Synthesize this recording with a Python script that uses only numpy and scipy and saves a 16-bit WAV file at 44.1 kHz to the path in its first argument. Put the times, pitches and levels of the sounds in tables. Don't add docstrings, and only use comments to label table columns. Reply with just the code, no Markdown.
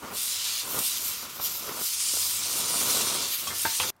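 import sys
import numpy as np
from scipy import signal
from scipy.fft import rfft, irfft
from scipy.io import wavfile
from scipy.ndimage import uniform_filter1d

SR = 44100
rng = np.random.default_rng(int(sys.argv[2]) if len(sys.argv) > 2 else 0)


def dump(signal):
    limited = np.clip(np.atleast_2d(signal).T, -1, 1)
    pcm = np.round(limited * 32767).astype(np.int16)
    wavfile.write(sys.argv[1], SR, pcm)


N = 176400

# t/s, level/dB
FLUTTER_LEVELS = [(0,-58),(.04,-34),(.095,-44),(.12,-36.5),(.2,-56.5),(.61,-65),(.65,-43.5),(.79,-35),(.88,-56.5),(1.03,-49),(1.18,-56),(1.25,-44.5),(1.33,-55.5),(1.4,-45),(1.58,-52.5),(1.68,-39),(1.82,-43),(1.92,-72),(2.19,-51.5),(2.33,-54),(2.55,-42),(2.93,-36),(3.24,-39),(3.35,-58),(3.53,-39.5),(3.57,-53),(3.76,-54.5),(3.89,-39)]
FLAME_POPS = [(0.048,-33),(1.229,-39),(1.398,-32),(1.693,-31),(1.813,-32.5),(2.137,-36),(2.17,-35.5)]
# f/Hz, relative level/dB
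FLAME_SPECTRUM = [(30,-23),(80,-4),(250,2.5),(450,2),(760,0),(850,-3.5),(960,4),(1490,0.5),(1560,-8),(2500,-9),(7000,-32)]
BURN_SPECTRUM = [(25,-45),(60,0),(90,-3),(150,-7.5),(850,-13.5),(980,-0.5),(1480,-0.5),(1570,-9.5),(2400,-2.5),(8000,-18)]
JET_SPECTRUM = [(200,-31),(1450,-15.5),(1600,-17),(1900,-12.5),(2700,-5),(3300,-2),(5600,-1),(7800,-1),(9500,2.5),(10400,-4.5),(10900,1),(13000,3),(15800,-3)]
ROOM_SPECTRUM = [(30,-17),(90,-7),(1550,-11.5),(2500,-24),(14000,-35)]
# t/s, level/dB
HISS_LOW_LEVELS = [(0,-56),(.055,-48),(.13,-48),(.17,-34.5),(.3,-33),(.59,-32.5),(.66,-42.5),(.76,-39.5),(.87,-32.5),(.97,-34.5),(1.01,-38),(1.12,-34),(1.28,-45.5),(1.39,-44.5),(1.43,-37.5),(1.46,-32),(1.49,-36.5),(1.66,-41),(1.79,-38),(1.84,-32),(2.12,-29.5),(2.4,-33.5),(2.96,-30),(3.25,-33),(3.49,-41),(3.65,-33),(3.89,-32)]
HISS_MID_LEVELS = [(0,-56),(.11,-54),(.17,-36),(.29,-33),(.39,-41),(.58,-36.5),(.65,-44),(.87,-33.5),(1,-41.5),(1.1,-37),(1.27,-50.5),(1.38,-51),(1.45,-39.5),(1.5,-44),(1.7,-47),(1.85,-36.5),(2.08,-29.5),(2.48,-38),(2.59,-31.5),(2.63,-36.5),(2.76,-31),(3.17,-33.5),(3.24,-37),(3.52,-42),(3.63,-32),(3.69,-40),(3.77,-31.5),(3.89,-40)]
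HISS_TOP_LEVELS = [(0,-57),(.1,-48),(.17,-35.5),(.34,-36),(.4,-41),(.56,-35.5),(.65,-42.5),(.72,-33),(.86,-30.5),(.99,-38),(1.08,-30),(1.28,-48),(1.39,-38.5),(1.45,-26.5),(1.49,-38),(1.57,-32.5),(1.63,-41.5),(1.77,-40),(1.83,-30.5),(2,-38.5),(2.3,-30),(2.45,-40),(2.59,-32),(2.64,-38.5),(2.9,-31),(3.24,-40),(3.35,-31.5),(3.52,-40),(3.64,-32),(3.7,-34.5),(3.89,-36.5)]
# t/s, relative level/dB
HISS_FULLNESS = [(.3,-0.5),(.5,2),(1,0),(2.05,-3),(2.5,-1.5),(3.35,3),(3.6,0.5)]
# t/s, level/dB, decay/s
SCALE_SPITS = [(0.789,-22,0.0087),(.972,-22,.001),(0.982,-25,0.0022),(3.965,-60,.003)]
# t/s, part that rings, ring gain/dB, favoured f/Hz, width around it/octaves, crack level/dB
BAR_KNOCKS = [(3.472,"bar",-29.5,1140,0.075,-35.5),(3.473,"bar",-26.5,5400,0.71,-31.5),(3.505,"block",-28.5,1920,0.15,-45),(3.652,"block",-27.5,1230,0.77,-28.5),(3.651,"block",-39,293,0.81,-34.5),(3.799,"bar",-28,2850,0.42,-27.5),(3.801,"bar",-31.5,1050,0.62,-32.5),(3.83,"bar",-35,1590,0.71,-33)]
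# f/Hz, relative level/dB, time to fall 60 dB/s
BAR_TONES = [(511,6,0.27),(890,-1,0.21),(1020,-1,.17),(1124,1.5,.08),(1272,-5,.16),(2568,0,0.11),(3258,-1,0.2),(5500,-4,.09)]
BLOCK_TONES = [(275,3,0.15),(690,-2,0.13),(892,-3,0.11),(908,2,0.2),(1490,-9,0.25),(1585,4,0.094),(1770,-12,0.44),(2100,-5,0.17)]
# t/s, gain/dB, decay/s
VICE_SHUDDERS = [(3.474,-47,.12),(3.662,-29,0.013),(3.804,-35,0.023)]

SUDDEN_CUT_S, TOP_HZ = 3.901, 15800


def undb(db):
    return 10 ** (np.asarray(db) / 20)


def unit(x):
    return x / np.sqrt(np.mean(x ** 2))


def clock():
    return np.arange(N) / SR


def octaves():
    return np.log2(np.maximum(np.arange(N // 2 + 1) * SR / N, 1))


def colour(x, points):
    hz, db = np.array(points).T
    gains = undb(np.interp(octaves(), np.log2(hz), db))
    cepstrum = irfft(np.log(gains), N)
    cepstrum[1:N // 2] *= 2
    cepstrum[N // 2 + 1:] = 0
    return unit(irfft(rfft(x) * np.exp(rfft(cepstrum)), N))


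def curve(table):
    return undb(np.interp(clock(), *np.array(table).T))


def noise():
    return rng.standard_normal(N)


def wander(rate_hz):
    return unit(np.interp(clock() * rate_hz, np.arange(N), noise()))


def fade(start_s, decay_s):
    age = clock() - start_s
    return (age >= 0) * np.exp(-np.clip(age / decay_s, 0, 60))


def flame():
    flaps = undb(2 * wander(220) + 0.23 * wander(45))
    flutter = colour(noise() * flaps, FLAME_SPECTRUM) * curve(FLUTTER_LEVELS)
    pop_levels = sum(undb(db) * fade(start, decay_s=0.0053) for start, db in FLAME_POPS)
    pops = colour(noise(), FLAME_SPECTRUM) * pop_levels
    burn = undb(-47 + 1.5 * wander(6.3)) * colour(noise(), BURN_SPECTRUM)
    return flutter + pops + burn


def crackle(per_second, spread_db):
    clicks = rng.random(N) < per_second / SR
    sizes = undb(spread_db * np.minimum(rng.exponential(size=N), np.pi))
    return unit(clicks * sizes)


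def gas_jet():
    flicker = undb(0.8 * wander(60) + 1.13 * wander(1100))
    gas = unit(noise() * flicker) + undb(-19.5) * crackle(per_second=160, spread_db=5)
    spectrum, pitch = rfft(colour(gas, JET_SPECTRUM)), octaves()
    centres = np.log2(np.geomspace(2000, TOP_HZ, num=32))
    narrow_bands = (np.interp(pitch, centres, row) for row in np.eye(len(centres)))
    hiss = sum(irfft(spectrum * band, N) * undb(1.48 * wander(20)) for band in narrow_bands)
    above_body, above_low, above_mid = (
        .5 + .5 * np.tanh((pitch - np.log2(hz)) / 0.11) for hz in (4600, 7500, 10900))
    body = irfft(rfft(hiss) * (1 - above_body), N)
    hiss = hiss + body * (curve(HISS_FULLNESS) - 1)
    wide_bands = [(1 - above_low, HISS_LOW_LEVELS),
                  (above_low - above_mid, HISS_MID_LEVELS),
                  (above_mid, HISS_TOP_LEVELS)]
    return sum(unit(irfft(rfft(hiss) * band, N)) * curve(levels) for band, levels in wide_bands)


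def reflections(x):
    echo = noise() * fade(0, decay_s=0.0075) * (1 - fade(0, decay_s=0.0053))
    return x + undb(-8) * signal.fftconvolve(x, echo / np.linalg.norm(echo))[:N]


def scale_spits():
    bursts = sum(undb(db) * fade(start, decay) for start, db, decay in SCALE_SPITS)
    return colour(noise(), JET_SPECTRUM) * bursts


def drone(start_s, end_s):
    t = clock()
    pitch_hz = 90 * (1 + 0.054 * wander(20))
    tone = np.sin(2 * np.pi * np.cumsum(pitch_hz) / SR) * undb(2 * wander(20.7))
    level = undb(-56.5) * ((t > start_s) & (t < end_s))
    return unit(tone) * uniform_filter1d(level, size=SR // 25)


def ring(start_s, hz, decay_s):
    return fade(start_s, decay_s) * np.sin(2 * np.pi * hz * (clock() - start_s))


def pry_bar():
    knocks = 0
    for start, part, ring_db, centre_hz, width, crack_db in BAR_KNOCKS:
        contact = lambda pitch: np.exp(-.5 * ((pitch - np.log2(centre_hz)) / width) ** 2)
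        tones = BAR_TONES if part == "bar" else BLOCK_TONES
        ringing = sum(undb(db) * contact(np.log2(hz)) * ring(start, hz, fall_s / np.log(1000))
                      for hz, db, fall_s in tones)
        crack = unit(irfft(rfft(noise()) * contact(octaves()), N)) * fade(start, decay_s=0.018)
        knocks = knocks + undb(ring_db) * ringing + undb(crack_db) * crack
    return knocks


def vice(stand_hz=93, rise_s=0.0089):
    return sum(undb(db) * (1 - fade(start, rise_s)) * ring(start, stand_hz, decay)
               for start, db, decay in VICE_SHUDDERS)


def room_tone():
    return undb(-64.5) * colour(noise(), ROOM_SPECTRUM)


def scene():
    cut_fade = fade(SUDDEN_CUT_S, decay_s=0.00093) + undb(-1) * fade(SUDDEN_CUT_S, decay_s=0.0029)
    gain = np.where(clock() < SUDDEN_CUT_S, 1, cut_fade)
    torch = flame() + reflections(gas_jet())
    work = torch + drone(start_s=2.14, end_s=2.497) + pry_bar() + vice()
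    return np.tile(work * gain + scale_spits() + room_tone(), (2, 1))


def record(dry):
    bass_cut = signal.butter(3, 31, "high", fs=SR, output="sos")
    treble_cut = signal.ellip(10, .2, 80, TOP_HZ, fs=SR, output="sos")
    return signal.sosfilt(treble_cut, signal.sosfilt(bass_cut, dry))


dry = scene()
out = record(dry)
dump(out)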